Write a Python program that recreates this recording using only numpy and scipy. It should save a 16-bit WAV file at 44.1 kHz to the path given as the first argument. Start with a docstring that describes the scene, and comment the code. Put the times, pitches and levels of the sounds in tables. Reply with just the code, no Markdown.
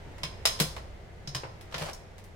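"""Hands work a key in the lock of a steel mailbox, close to a stereo microphone in a hard-walled lobby.
The bolt snaps and clicks: noise bursts and decaying lock modes. The key pings, as short sines, and
scrapes, as a stream of tiny slips. The thin door booms in low panel modes.
A near wall and a ringing tail place lock and key in the room.
Ventilation rumbles underneath: coloured noise and two wavering hums."""
import sys
import numpy as np
from scipy import signal
from scipy.fft import rfft, irfft, next_fast_len
from scipy.io import wavfile
from scipy.ndimage import map_coordinates

SR = 44100
rng = np.random.default_rng(int(sys.argv[2]) if len(sys.argv) > 2 else 0)


def waveform_to_disk(signal):
    """Save audio, clipped to [-1, 1], as 16-bit WAV at the path in sys.argv[1]."""
    frames = np.transpose(np.atleast_2d(signal))
    scaled = np.clip(frames, -1, 1) * 32767
    samples = np.round(scaled).astype(np.int16)
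    wavfile.write(sys.argv[1], SR, samples)


N = 103635  # samples

# stereo likeness of the close sounds and the lobby tail: (f/Hz, left-right likeness)
NEAR_ALIKE = [(150, 0.34), (500, 0.69), (1200, 0), (4000, 0.017), (12000, 0.066)]


def amp(db):
    """Gain of a level in dB."""
    return 10 ** (np.asarray(db) / 20)


def unit(x):
    """x at rms 1."""
    return x / np.sqrt(np.mean(x ** 2) + 1e-20)


def along(points, hz):
    """Interpolate (f/Hz, value) points on a log frequency axis."""
    f, v = np.transpose(points)
    return np.interp(np.log(hz + 1), np.log(f + 1), v)


def curves(rows):
    """One value per sample for each column after the time."""
    s, *cols = np.transpose(rows)
    return [np.interp(np.arange(N) / SR, s, c) for c in cols]


def wobble(rate):
    """A smooth random curve with rate knots a second."""
    knots = rng.standard_normal(int(N * rate / SR) + 4)
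    return map_coordinates(knots, [np.arange(N) * rate / SR])


def coloured(x, db_of_hz):
    """x through a causal minimum-phase filter of the given gain, built from its folded cepstrum."""
    n = x.shape[-1]
    m = 2 * next_fast_len(n // 2 + 4096)
    cepstrum = irfft(np.log(amp(db_of_hz(np.fft.rfftfreq(m, 1 / SR)))), m)
    cepstrum[1:m // 2] *= 2
    cepstrum[m // 2 + 1:] = 0
    return irfft(rfft(x, m) * np.exp(rfft(cepstrum)), m)[..., :n]


def noise(alike, size):
    """White stereo noise whose mid and side shares set the left-right likeness at each frequency."""
    likeness = np.clip(along(alike, np.fft.rfftfreq(size, 1 / SR)), -1, 1)
    turn = np.arccos(likeness) / 2
    spectra = rfft(rng.standard_normal((2, size)))
    mid, side = irfft(spectra * [np.cos(turn), np.sin(turn)], size)
    return np.array([mid + side, mid - side])


def dying(t60s, size):
    """Stereo noise in which each frequency dies at its own speed."""
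    hz, t, z = signal.stft(noise(NEAR_ALIKE, size), SR, nperseg=256)
    decay = amp(-60 * t / along(t60s, hz)[:, None])
    return signal.istft(z * decay, SR, nperseg=256)[1][:, :size]


def fade(t, t60):
    """Exponential decay from t = 0, silent before."""
    return (t >= 0) * amp(-60 * np.abs(t) / t60)


def add(out, s, sound):
    """Mix a sound in at a time in seconds."""
    part = out[:, round(s * SR):][:, :sound.shape[-1]]
    part += sound[..., :part.shape[1]]


def lock():
    """Each contact snaps, chatters once, and rings the lock's modes and the steel sheet."""
    # contacts of key and bolt: (t/s, how freely the lock rings 0-1,
    # relative level/dB of the clack, the clank, the ring, the sizzle)
    clicks = [(.182, .3, -42, -47.5, -51, -60), (.2329, 1, -30, -27, -29.5, -44),
              (.4539, 1, -21, -17, -15, -25), (.591, .4, -35, -36, -40, -46),
              (.6002, .4, -20.5, -19.5, -18.5, -23.5), (.7647, .5, -27, -37.5, -45, -53),
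              (1.2737, .9, -40, -42, -30.5, -54), (1.348, .7, -26.5, -30, -27, -42),
              (1.434, .3, -25.5, -37.5, -56, -68), (1.6102, .2, -47, -48.5, -50, -54.5),
              (1.724, .3, -37, -41, -47.5, -59.5), (1.7426, .3, -26, -26.5, -33, -52),
              (1.7812, .2, -35, -34, -37.5, -43), (1.8188, .2, -28.5, -33.5, -40, -44),
              (1.885, .6, -31, -46, -58, -60), (1.9315, .1, -45, -55.5, -40, -47),
              (2.1814, .2, -49, -49, -51, -58), (2.2403, .1, -51, -58, -56, -55.5)]
    # where those four levels apply: f/Hz
    band_hz = [850, 2600, 5500, 10500]
    # modes of lock and door: (f/Hz, relative level/dB, t60/s)
    modes = [(652, -10, 0.14), (1041, -8, 0.35), (1761, -17.5, 0.37), (1910, -18, 0.1), (2483, -7.5, 0.15),
             (3200, -12.5, 0.11), (3740, -22.5, 0.062), (4176, -13.5, 0.38), (4680, -15, 0.15),
             (5147, -6.5, 0.14), (5263, -7.5, 0.15), (6220, -15.5, 0.22), (10130, -8, .2)]
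    # dense sheet-metal ring: (f/Hz, t60/s)
    sheet_t60 = [(200, 0.25), (1500, 0.15), (5000, 0.25), (15000, 0.17)]
    snap_db, snap_t60_s, crack_t60_s = -2, 0.0078, 0.038
    chatter_s, chatter_db = 0.005, -7
    mode_gain_db, sheet_db, contact_db = -17, -7, -1
    attack_s = 0.00032  # time constant
    hit_s = .025  # the opening stretch that sets each contact's level

    out, t = np.zeros((2, N)), np.arange(SR // 2) / SR
    for s, free, *band_db in clicks:
        snap = amp(snap_db) * fade(t, snap_t60_s)
        crack = fade(t, crack_t60_s)
        chatter = amp(chatter_db) * fade(t - chatter_s, crack_t60_s)
        blows = (snap + crack + chatter) * noise(NEAR_ALIKE, len(t))
        ring = 0
        for hz, db, t60 in modes:
            strength = amp(db + rng.normal(0, 3.3))  # each contact excites the modes differently
            ring = ring + strength * fade(t, t60) * np.sin(2 * np.pi * (hz * t + rng.random((2, 1))))
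        sheet = amp(sheet_db) * dying(sheet_t60, len(t))
        hit = blows + free * amp(mode_gain_db) * ring + sheet
        hit = hit * (1 - np.exp(-t / attack_s))
        hit = hit / hit[:, t < hit_s].std()
        bands = list(zip(band_hz, band_db))
        add(out, s, coloured(hit, lambda hz: steel(hz, free) + along(bands, hz) + contact_db))
    return out


def steel(hz, free):
    """Gain in dB of the door's steel and the lock housing, whose resonances the fingers can damp."""
    # colour shared by all contacts: (f/Hz, gain/dB)
    sheet_colour = [(100, -22), (280, -9.5), (520, 0), (1100, 0.5), (1800, 0), (3500, 0.5), (5200, -0.5),
                    (6900, -2), (9500, 0), (12000, -3.5), (15500, -8.5)]
    # resonances and dips of a freely ringing lock housing: (f/Hz, half width/Hz, gain/dB)
    housing = [(640, 70, 2), (780, 60, -3), (1050, 80, 3), (1850, 200, 3), (3150, 150, 2), (4020, 170, 3),
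               (4520, 170, -6), (5160, 170, 7), (5830, 170, -5), (6220, 150, 3), (6800, 180, -4),
               (8150, 250, -4), (8900, 300, 3)]
    bumps = sum(db * np.exp(-((hz - centre) / width) ** 2) for centre, width, db in housing)
    return along(sheet_colour, hz) + np.sqrt(free) * bumps


def key():
    """The key pings twice and drags through the lock in clumps of tiny slips."""
    # drag of the key, ahead of the room: (t/s, level/dB)
    scrape = [(1.712, -52), (1.75, -47), (1.8, -42.5), (1.815, -37.5), (1.845, -42.5), (1.89, -40),
              (1.915, -50.5), (1.95, -72)]
    # (f/Hz, relative level/dB)
    scrape_colour = [(150, -12.5), (330, -13), (620, 0.5), (1000, -6), (1500, -9.5), (3000, -14),
                     (5000, -15.5), (9000, -23), (15500, -38)]
    # briefly ringing partials, ahead of the room: (t/s, level/dB, f/Hz, t60/s)
    pings = [(1.274, -46, 6240, .07), (1.274, -44, 5450, .06), (1.932, -40, 5512, .07),
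             (1.932, -43, 6640, .04)]
    slips_per_s, slip_spread_db = 5000, 3
    clump_db, clumps_per_s = 2.5, 110
    ping_wander = 0.58  # radians: the fingers roughen the ring

    moments = rng.random(N) < slips_per_s / SR
    slip_db = slip_spread_db * rng.standard_normal(N) + clump_db * wobble(clumps_per_s)
    slips = moments * amp(slip_db) * noise(NEAR_ALIKE, N)
    level_db, = curves(scrape)
    t = np.arange(N) / SR
    dragging = (t > scrape[0][0]) * (t < scrape[-1][0])
    out = unit(coloured(slips, lambda hz: along(scrape_colour, hz))) * amp(level_db) * dragging
    for s, db, hz, t60 in pings:
        phase = 2 * np.pi * (hz * t + rng.random((2, 1))) + ping_wander * wobble(250)
        add(out, s, amp(db) * fade(t, t60) * np.sin(phase))
    return out


def door():
    """The heavier pushes flex the door panel against its frame, and its low modes swell and die."""
    # pushes: (t/s, relative level/dB, f/Hz of the lowest mode, level/dB added to the overtones)
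    thumps = [(0.233, -30.5, 152, -10), (0.602, -17.5, 153, 2), (1.275, -29.5, 143, -12),
              (1.349, -27, 133, -7), (1.434, -36, 125, -9), (1.745, -33, 150, -2), (1.811, -26.5, 155, -4)]
    # panel modes: (ratio to the lowest f, relative level/dB)
    panel = [(1, -0.5), (1.2, -13.5), (1.45, -14.5), (2.05, -17), (2.4, -19.5), (2.95, -16.5), (3.3, -19)]
    boom_db, boom_t60_s = -1, 0.18
    attack_s = 0.0063  # time constant of the lowest mode; higher modes swell faster

    out, t = np.zeros((2, N)), np.arange(SR // 2) / SR
    for s, db, hz, overtones_db in thumps:
        for ratio, mode_db in panel:
            swell = fade(t, boom_t60_s) * (1 - np.exp(-t * ratio ** 2 / attack_s))
            upper = ratio > panel[0][0]
            # only the overtones differ between left and right
            phase = upper * (2 * np.pi * rng.random() + rng.normal(0, 0.47, (2, 1)))
            level = amp(db + mode_db + boom_db + upper * overtones_db)
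            add(out, s, level * swell * np.sin(2 * np.pi * hz * ratio * t + phase))
    return out


def lobby(x):
    """A near wall answers with the sides swapped as the hard room's tail sets in and rings on."""
    # reverberation of the lobby: (f/Hz, t60/s)
    room_t60 = [(150, .3), (600, 0.73), (2000, 0.37), (5000, 0.49), (9000, 0.4), (15000, 0.27)]
    wall_delay_s, wall_db, room_db = .015, -7.5, -11
    tail = dying(room_t60, SR)
    tail = tail / np.linalg.norm(tail[0])
    late = np.pad(x, ((0, 0), (round(wall_delay_s * SR), 0)))[:, :N]
    return amp(wall_db) * late[::-1] + amp(room_db) * signal.fftconvolve(late, tail, axes=1)[:, :N]


def ventilation():
    """A rush of coloured noise, slowly shifting in level, with two wavering low hums."""
    # colour of the rush: (f/Hz, relative level/dB)
    air_colour = [(12, -8), (20, 1.5), (101, -2), (123, -5), (216, -10), (241, -17), (388, -11.5),
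                  (499, -12.5), (607, -13.5), (678, -15), (949, -18), (1030, -23), (2140, -22),
                  (2320, -25.5), (3440, -30.5), (6910, -38.5), (16000, -53)]
    # course of the rush: (t/s, relative level/dB)
    air_level = [(0.0, -49.5), (0.68, -48), (0.82, -50.5), (1.1, -52), (1.73, -51), (2.35, -53.5)]
    # stereo likeness of the rush: (f/Hz, left-right likeness)
    air_alike = [(30, 0.83), (150, 0.89), (400, 0.6), (1000, 0.1), (8000, 0.034)]
    # pitches of the two hums: f/Hz
    hum_hz = [61.25, 92]
    # course of the hums: (t/s, relative level/dB of the lower, relative level/dB of the upper)
    hum_level = [(0, -62, -80), (0.17, -47.5, -55.5), (0.45, -49, -57), (0.78, -44.5, -52),
                 (1.0, -57, -57.5), (1.3, -70, -58), (1.7, -56, -46), (2.35, -69, -54)]
    air_db, hum_db = 4.5, -2.5

    rush = unit(coloured(noise(air_alike, N), lambda hz: along(air_colour, hz)))
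    out = rush * amp(curves(air_level)[0] + air_db)
    t = np.arange(N) / SR
    for hz, db in zip(hum_hz, curves(hum_level)):
        level = amp(db + hum_db + 2.8 * wobble(4.1))
        out = out + level * unit(np.sin(2 * np.pi * hz * t + 0.27 * wobble(11)))
    return out


def scene():
    """The mailbox in its lobby, balanced left to right at each frequency, over the ventilation."""
    # stereo balance of the mailbox: (f/Hz, left minus right level/dB)
    balance = [(150, 2.2), (1200, -0.5), (2500, .3), (5000, -2.1), (8000, 1), (13000, 7)]
    near = lock() + key()
    left, right = near + lobby(near) + door()
    left = coloured(left, lambda hz: along(balance, hz) / 2)
    right = coloured(right, lambda hz: -along(balance, hz) / 2)
    return np.array([left, right]) + ventilation()


def record(dry):
    """The recorder's steep low-pass removes the treble above its band limit."""
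    top_hz = 16000
    return signal.sosfilt(signal.ellip(12, .1, 100, top_hz, fs=SR, output="sos"), dry)


dry = scene()
out = record(dry)
waveform_to_disk(out)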